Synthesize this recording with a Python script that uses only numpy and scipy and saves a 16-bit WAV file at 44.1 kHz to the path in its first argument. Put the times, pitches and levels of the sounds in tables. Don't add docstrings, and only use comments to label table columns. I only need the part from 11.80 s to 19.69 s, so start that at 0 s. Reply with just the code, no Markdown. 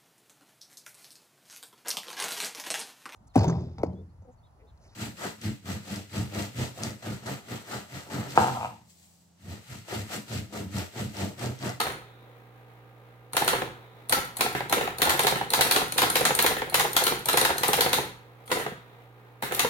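import sys
import numpy as np
from scipy import signal
from scipy.fft import irfft, next_fast_len
from scipy.io import wavfile

SR = 44100
rng = np.random.default_rng(int(sys.argv[2]) if len(sys.argv) > 2 else 0)


def master_out(mix):
    frames = np.transpose(np.atleast_2d(mix))
    ceiling = np.clip(frames, -1, 1)
    pcm = np.round(ceiling * 32767).astype(np.int16)
    wavfile.write(sys.argv[1], SR, pcm)


N = 347949
BAND_HZ = np.geomspace(100, 12800, 8)

# frequency in Hz, relative level in dB per Hz.
TICK_COLOUR = [(30, -34.5), (150, -18.5), (500, -12), (1200, -11), (2500, -13.5), (4300, -5), (5000, -11),
               (7500, -9.5), (9300, 4.5), (10700, -3.5), (12500, 3), (16000, -13.5)]
# frequency in Hz, relative level in dB per Hz.
CLACK_COLOUR = [(30, -27), (120, -17), (400, -3.5), (900, -2.5), (1600, -2), (2200, -5), (4000, -10.5),
                (5000, -23), (10000, -19), (16000, -22.5)]
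# start in seconds, relative level in dB,
# brightness in dB per octave.
KNOCKS = [(7.6234, -21.5, 3.5), (7.631, -19, -0.5), (7.71, -23.5, -1.5), (7.7207, -21, 4)]


def gain_of(db):
    return 10 ** (np.asarray(db) / 20)


def evened(x):
    return x / np.sqrt(np.mean(x ** 2) + 1e-20)


def read(points, hz):
    f, value = np.transpose(points)
    return np.interp(np.log(hz + 1), np.log(f + 1), value)


def add(mix, s, sound):
    start = round(s * SR)
    sound = sound[:, max(-start, 0):]
    part = mix[:, max(start, 0):][:, :sound.shape[1]]
    part += sound[:, :part.shape[1]]


def case_db(hz):
    # frequency in Hz, width in Hz, height in dB.
    resonances = [(379.5, 48, 4), (502.6, 59, 8.5), (603, 41, -10.5), (730, 38, 4.5), (800, 61, 3),
                  (977, 41, 3), (1108, 100, -4.5), (1336, 30.6, 7.5), (1413, 112, 1), (2050, 280, 1.5),
                  (2690, 59, 2), (3370, 49, 5), (3777, 136, 5), (4300, 37, 8), (6700, 102, 2),
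                  (6930, 77, 8), (8900, 327, 2)]
    return sum(db / (1 + (2 * (hz - f) / width) ** 2) for f, width, db in resonances)


def port_pair(hz):
    # frequency in Hz, coherence from 0 to 1.
    likeness = [(30, 0.4), (130, 0.86), (330, 0.54), (480, 1), (610, 0.45), (750, 0.97), (1000, 0.53),
                (1400, 0.56), (1800, 0.33), (2300, 0), (4000, 0)]
    # frequency in Hz, phase in radians.
    left_lead = [(30, 0.33), (250, 0.146), (550, 0.71), (950, 0.31), (1150, 1.77), (1600, 3), (2200, 1.06),
                 (5000, 0.98)]
    a, b = np.exp(2j * np.pi * rng.random((2, len(hz))))
    same = read(likeness, hz)
    right = (same * a + np.sqrt(1 - same ** 2) * b) * np.exp(-1j * read(left_lead, hz))
    return np.array([a, right])


def lean(hz):
    # frequency in Hz, left minus right in dB.
    balance = [(60, -6), (110, 1), (200, -3.5), (380, 0), (700, -1), (1290, -2.5), (2380, 1.5), (4400, 1),
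               (8000, 0.6), (15000, 2.5)]
    return gain_of(np.outer([.5, -.5], read(balance, hz)))


def octaves(hz):
    return np.array([read(np.c_[BAND_HZ, row], hz) for row in np.eye(len(BAND_HZ))])


def wander(per_s):
    t = np.arange(0, N + 512, 512) / SR
    rates = np.geomspace(per_s / 10, per_s, 20)
    drift = sum(np.sin(2 * np.pi * (f * t + rng.random())) / np.sqrt(f) for f in rates)
    return np.interp(np.arange(N) / SR, t, evened(drift))


def motor(shaft_hz=56.8, throb=0.17, waver=0.00088, body=0.33, hum_lean_db=-1.5):
    # frequency in Hz, level in dB before the stereo tilt.
    hum_tones = [(58.8, -74.5), (119.95, -54), (179.5, -75.5), (239.9, -76.5), (307, -70.5), (359.5, -77),
                 (421.8, -70.5), (475, -68.5), (773, -69.5), (1167, -77.5), (1228, -72.5), (1287.5, -82.5),
                 (1405, -80), (1600, -77)]
    # frequency in Hz, relative level in dB per Hz.
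    whir_colour = [(20, -3), (40, -3.5), (75, -10), (130, -5), (200, -3.5), (330, -3), (500, 2),
                   (650, -1.5), (800, -1.5), (1100, -4), (2300, -9.5), (2900, -15), (3900, -18.5),
                   (4900, -27), (8000, -31.5), (16000, -23)]
    # time in seconds, level in dB.
    whir_level = [(0, -54), (1.4, -57), (2.1, -53.5), (6.5, -55), (7.1, -54), (7.9, -58.5)]
    t, hz = np.arange(N) / SR, np.fft.rfftfreq(next_fast_len(N), 1 / SR)
    drift = waver * wander(6)
    hum = 0
    for f, db in hum_tones:
        phase = f * (2 * np.pi * t + drift) + 2 * np.pi * rng.random()
        hum = hum + gain_of(db) * np.sqrt(2) * np.sin(phase)
    colour = gain_of(read(whir_colour, hz) + body * case_db(hz))
    whir = evened(irfft(port_pair(hz) * lean(hz) * colour)[:, :N])
    flutter_db = 0.71 * wander(24)
    whir *= gain_of(np.interp(t, *np.transpose(whir_level)) + flutter_db)
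    whir *= 1 + throb * np.sin(2 * np.pi * shaft_hz * t)
    return whir + hum * gain_of([[hum_lean_db], [-hum_lean_db]])


def hiss(centre_hz=3700, width_hz=330):
    # time in seconds, level in dB.
    hiss_level = [(0, -70), (0.35, -66), (0.8, -88), (1.5, -84), (2.1, -67), (2.5, -78), (6.5, -88),
                  (6.9, -71), (7.15, -72), (7.4, -88)]
    hz = np.fft.rfftfreq(next_fast_len(N), 1 / SR)
    window = np.exp(-.5 * ((hz - centre_hz) / width_hz) ** 2)
    band = evened(irfft(port_pair(hz) * window)[:, :N])
    return band * gain_of(np.interp(np.arange(N) / SR, *np.transpose(hiss_level)))


def typing(step_s=.054):
    # strike in seconds, strike level in dB, strike brightness in dB per octave,
    # seconds from trip to strike, trip level in dB, trip brightness in dB per octave, carriage stop level
    # in dB. All levels are relative.
    keys = [(0.0014, -13.5, -1, 0.028, -6, -7.5, -26), (1.5665, -9.5, 0, 0.034, -19.5, -5, -15),
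            (1.6774, -9.5, 0, 0.032, -17.5, -1.5, -12.5), (2.3238, -8, 0, 0.029, -10.5, -2, -21),
            (2.6074, -8.5, 0, 0.039, -15, -3.5, -19), (2.9249, -7.5, -1, 0.029, -17, -5, -15.5),
            (3.2177, -7.5, 0.5, 0.034, -16.5, -1.5, -12.5), (3.2939, -8.5, -0.5, 0.042, -19, -9.5, -21),
            (3.392, -9, 0, 0.018, -25, 2, -13), (3.468, -9, 0.5, 0.034, -12.5, -4, -15),
            (3.7347, -8, 0.5, .0317, -13, -3.5, -14.5), (3.8086, -6.5, 1, 0.029, -29, -8.5, -19.5),
            (3.9103, -7.5, 1.5, 0.04, -16, -3.5, -16), (3.9605, -9, -0.5, .035, -24, -10, -16),
            (4.1807, -7.5, 0.5, 0.059, -14, -4.5, -12.5), (4.2177, -9.5, -0.5, 0.04, -14, -2, -21.5),
            (4.355, -8, 0, 0.055, -9, -4, -13.5), (4.4516, -8, 0.5, 0.044, -16, -3.5, -12.5),
            (4.589, -8, 0, 0.039, -9, 0, -11), (4.6623, -8, 0.5, .0388, -6, 3.5, -17),
            (4.9424, -7.5, 1, 0.045, -22, 2, -29.5), (4.996, -9.5, 0, 0.029, -23, -2.5, -17),
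            (5.1647, -6, 1, .0339, -14.5, 1, -16.5), (5.2664, -9.5, 0, .0285, -6.5, 1.5, -16),
            (5.4855, -10, 0.5, 0.029, -13, -3.5, -13.5), (5.572, -7.5, 1, 0.042, -12, -5.5, -18.5),
            (5.6488, -8.5, 0, 0.036, -8, -5, -13), (5.8328, -10, 0, 0.052, -14, -5.5, -12.5),
            (5.9312, -9.5, 0.5, 0.05, -9, 0, -15), (6.007, -8, 1, 0.04, -15, 4, -12),
            (6.13, -9.5, 0.5, 0.038, -21.5, -5, -14.5), (6.7151, -12, -1.5, 0.038, -35, -8.5, -19.5),
            (7.7929, -9.5, 1, .0454, -12, -1, -14)]
    # start in seconds, relative level in dB, seconds until the carriage stops,
    # relative level of that stop in dB.
    space_bar = [(0.067, -19.5, .035, -27), (1.7496, -19, .069, -16.5), (2.749, -16.5, .056, -18),
                 (3.01, -16, 0.065, -17), (3.556, -17.5, 0.055, -17.5), (4.766, -19.5, 0.052, -15),
                 (6.797, -20.5, .066, -19.5)]
    trips = [(s - lead, db, brightness) for s, _, _, lead, db, brightness, _ in keys]
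    strikes = [key[:3] for key in keys]
    spaces = [(s, db, 0) for s, db, _, _ in space_bar]
    stops = [(s + step_s, db, 0) for s, *_, db in keys]
    stops += [(s + step, db, 0) for s, _, step, db in space_bar]
    return trips, strikes, spaces, stops


def after(causes, delay_s, db, brightness, play_s=0):
    rows = np.array(causes) + [delay_s, db, brightness]
    rows[:, 0] += play_s * rng.standard_normal(len(rows))
    return rows


def ringer(colour, bass_t60, treble_t60, rise_cycles, alike, patchy_db=2, size=4096, count=60):
    hz, t = np.fft.rfftfreq(size, 1 / SR), np.arange(size) / SR
    t60 = np.geomspace(bass_t60, treble_t60, len(BAND_HZ))[:, None]
    rise = np.minimum(rise_cycles / BAND_HZ, .003)[:, None] + 0.00079
    fade = (1 - np.exp(-t / rise)) * gain_of(-60 * t / t60)
    fade /= np.sqrt(np.mean(fade ** 2, 1, keepdims=True))
    shape = evened(gain_of(read(colour, hz) + case_db(hz))) * lean(hz)
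    bands, own = octaves(hz)[:, None], port_pair(hz)
    centre_hz = np.exp(np.average(np.log(hz + 1), weights=shape[0] ** 2))
    height = np.log2(np.clip(hz, 150, None) / centre_hz)
    height = np.clip(height, -3, 3)

    def strike(db, brightness):
        place = np.linspace(0, 1, count)
        favoured = np.interp(np.sqrt(hz / hz[-1]), place, rng.standard_normal(count))
        spectrum = (np.sqrt(alike) * own + np.sqrt(1 - alike) * port_pair(hz)) * shape
        spectrum *= gain_of(brightness * height) * evened(gain_of(patchy_db * favoured))
        return gain_of(db) * np.sqrt(size) * (irfft(bands * spectrum) * fade[:, None]).sum(0)
    return strike


def blows(rows, strike, level_db):
    out = np.zeros((2, N))
    for s, db, brightness in rows:
        add(out, s, strike(db + level_db, brightness))
    return out


def levers(trips, level_db=-15, size=4096):
    # typical frequency in Hz, relative level in dB,
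    # seconds to fall by 60 dB.
    lever_tones = [(4140, -9, 0.024), (4200, -1, 0.022), (7060, -12.5, 0.019), (9580, -9.5, 0.017),
                   (12000, -8.5, .02)]
    out, t = np.zeros((2, N)), np.arange(size) / SR
    hz, tone_db, t60 = np.transpose(lever_tones)[:, :, None]
    for s, db, brightness in trips:
        pitch = hz * (1 + .015 * rng.standard_normal(hz.shape))
        favoured_db = 4 * rng.standard_normal(hz.shape)
        size_db = db + level_db + tone_db + favoured_db + brightness * np.log2(hz / hz.mean())
        tones = np.sin(2 * np.pi * (pitch * t + rng.random((2, len(hz), 1))))
        ring = gain_of(size_db - 60 * t / t60) * tones
        add(out, s, ring.sum(1) * (1 - np.exp(-t / 0.0011)))
    return out


def linkages(trips, strikes):
    tick = ringer(TICK_COLOUR, bass_t60=0.096, treble_t60=0.023, rise_cycles=.8, alike=0.36, patchy_db=4.5)
    touches = after(trips, delay_s=-.008, db=-22.5, brightness=1.5)
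    resets = after(trips, delay_s=0.017, db=-13.5, brightness=-0.45, play_s=0.0018)
    drops = after(strikes, delay_s=0.12, db=-20.5, brightness=-1.5, play_s=0.002)
    ticks = blows([*trips, *touches, *resets, *drops], tick, level_db=-25.0)
    return ticks + levers(trips) + slides()


def shoves(thuds, level_db=-4, pitch_hz=640, t60=0.0081, lag_s=.00015):
    out = np.zeros((2, N))
    t = np.maximum(np.arange(2048) / SR - np.array([[0], [lag_s]]), 0)
    for (s, db, _), sign in zip(thuds, rng.choice([-1, 1], len(thuds))):
        swell = (1 - np.exp(-t * pitch_hz)) * gain_of(db + level_db - 60 * t / t60)
        add(out, s, sign * swell * np.sin(2 * np.pi * pitch_hz * t))
    return out


def case(strikes, spaces, stops):
    # frequency in Hz, relative level in dB per Hz.
    thud_colour = [(20, -31), (45, -11.5), (80, -14), (140, 0.5), (200, -9), (480, -2.5), (800, -3.5),
                   (1200, -12), (2500, -20.5), (8000, -48)]
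    thud = ringer(thud_colour, bass_t60=0.1, treble_t60=0.014, rise_cycles=1.7, alike=.15, patchy_db=1.5)
    grips = after(strikes, delay_s=-.02, db=-17, brightness=-1.5, play_s=.0015)
    starts = after(strikes, delay_s=.042, db=-11.5, brightness=0.22, play_s=0.00199)
    halts = after(stops, delay_s=0, db=1.5, brightness=2.8)
    settles = after(stops, delay_s=.052, db=-13.5, brightness=-2.8, play_s=.003)
    thuds = [*grips, *starts, *halts, *settles, *spaces, *KNOCKS]
    return blows(thuds, thud, level_db=-20.0) + shoves(thuds)


def swings(strikes, level_db=-49, brightness=0.57, lead_s=0.017, spread_s=0.0079, count=3):
    out = np.zeros((2, N))
    scrape = ringer(CLACK_COLOUR, bass_t60=.05, treble_t60=0.096, rise_cycles=1.5, alike=0.12)
    for (s, *_), draws in zip(strikes, rng.random((len(strikes), count))):
        for late in draws:
            add(out, s - lead_s + spread_s * late, scrape(level_db, brightness))
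    return out


def type_bars(strikes, level_db=-18.5, rebound_s=.0096, rebound_db=-24.5, uneven_db=1.5):
    # frequency in Hz, relative level in dB per Hz.
    strike_colour = [(30, -14.5), (150, -17.5), (280, -6.5), (450, -7.5), (900, 0.5), (1400, -1.5),
                     (2600, -6.5), (4200, -6), (4900, -12.5), (7000, -14), (7900, -16), (9300, -11),
                     (13000, -12.5), (16000, -22)]
    out = np.zeros((2, N))
    slap = ringer(strike_colour, bass_t60=0.076, treble_t60=0.029, rise_cycles=1.7, alike=0.25)
    knock = ringer(strike_colour, bass_t60=0.087, treble_t60=0.035, rise_cycles=1.0, alike=0.13)
    for (s, db, brightness), (late, hard) in zip(strikes, rng.standard_normal((len(strikes), 2))):
        add(out, s, slap(db + level_db, brightness))
        knock_db = db + rebound_db + uneven_db * hard
        add(out, s + rebound_s + .0007 * late, knock(knock_db, brightness))
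    return out


def rattle(clacks, level_db=-33, spread_s=.045, fall_db=5, count=4):
    out = np.zeros((2, N))
    chatter = ringer(CLACK_COLOUR, bass_t60=.05, treble_t60=0.025, rise_cycles=0.67, alike=0.099)
    for (s, db, brightness), draws in zip(clacks, rng.random((len(clacks), count, 2))):
        for late, hard in draws:
            chatter_db = db + level_db - fall_db * late + 6 * (hard - .5)
            add(out, s + spread_s * late, chatter(chatter_db, brightness))
    return out


def escapement(strikes, spaces, stops):
    clack = ringer(CLACK_COLOUR, bass_t60=0.067, treble_t60=0.0292, rise_cycles=0.95, alike=0.54, patchy_db=3.0)
    releases = after(strikes, delay_s=.044, db=-15, brightness=-.5, play_s=.002)
    catches = after(stops, delay_s=0.00102, db=-8.5, brightness=-0.48, play_s=.001)
    clacks = [*spaces, *catches, *KNOCKS]
    return blows([*clacks, *releases], clack, level_db=-22.0) + rattle(clacks) + swings(strikes)


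def room(x, build_s=0.001, first_s=0.0049, size=32768):
    # frequency in Hz, seconds to fall by 60 dB.
    ring_time = [(100, 0.69), (300, 0.41), (800, 0.46), (2000, 0.49), (5000, 0.41), (13000, 0.33)]
    # frequency in Hz, relative level in dB.
    room_colour = [(50, 5), (250, 1.5), (700, -6.5), (1400, -0.5), (3000, -1.5), (6000, 1), (12000, -1.5),
                   (16000, 1)]
    hz, t = np.fft.rfftfreq(size, 1 / SR), np.arange(size) / SR
    build = 1 - np.exp(-np.maximum(t - first_s, 0) / build_s)
    fade = build * gain_of(-60 * t / read(ring_time, BAND_HZ)[:, None])
    fade /= np.sqrt(np.mean(fade ** 2, 1, keepdims=True))
    bands = octaves(hz)[:, None] * gain_of(read(room_colour, hz)) * lean(hz)
    out = 0
    for side in x:
        tail = (irfft(bands * port_pair(hz)) * fade[:, None]).sum(0)
        out = out + signal.oaconvolve(side[None], tail, axes=1)[:, :N] / np.sqrt(2)
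    return out


def slides(level_db=-41, count=14):
    # start in seconds, length in seconds, relative level in dB.
    runs = [(6.657, 0.039, -28), (6.69, .022, -27), (6.73, 0.085, -15.5), (7.619, 0.018, -22)]
    out = np.zeros((2, N))
    catch = ringer(TICK_COLOUR, bass_t60=0.042, treble_t60=.025, rise_cycles=.8, alike=0.11)
    for start, length, db in runs:
        for along in (np.arange(count) + rng.random(count)) / count:
            add(out, start + length * along, catch(db + level_db, 0))
    return out


def basket_drop(start_s=6.921, level_db=-21, pitch_hz=185, t60=0.028, rise_s=0.0027):
    t = np.arange(4096) / SR
    out = np.zeros((2, N))
    swell = (1 - np.exp(-t / rise_s)) * gain_of(level_db - 60 * t / t60)
    bump = swell * np.sin(2 * np.pi * pitch_hz * t)
    add(out, start_s, np.array([bump, bump]))
    return out


def scene():
    trips, strikes, spaces, stops = typing()
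    slaps, ticks = type_bars(strikes), linkages(trips, strikes)
    clacks, thuds = escapement(strikes, spaces, stops), case(strikes, spaces, stops)
    wet = room(gain_of(-0.17) * slaps)
    wet = wet + room(gain_of(-2.5) * ticks + gain_of(-4.0) * thuds)
    wet = wet + room(gain_of(4.0) * clacks)
    return slaps + ticks + clacks + thuds + basket_drop() + wet + motor() + hiss()


def record(dry, low_cut_hz=50, edge_hz=16100):
    thinned = signal.lfilter(*signal.butter(1, low_cut_hz, "high", fs=SR), dry)
    treble_cut = signal.firwin(511, edge_hz, window=("kaiser", 9), fs=SR)
    return signal.oaconvolve(thinned, treble_cut[None], "same")


dry = scene()
out = record(dry)
master_out(out)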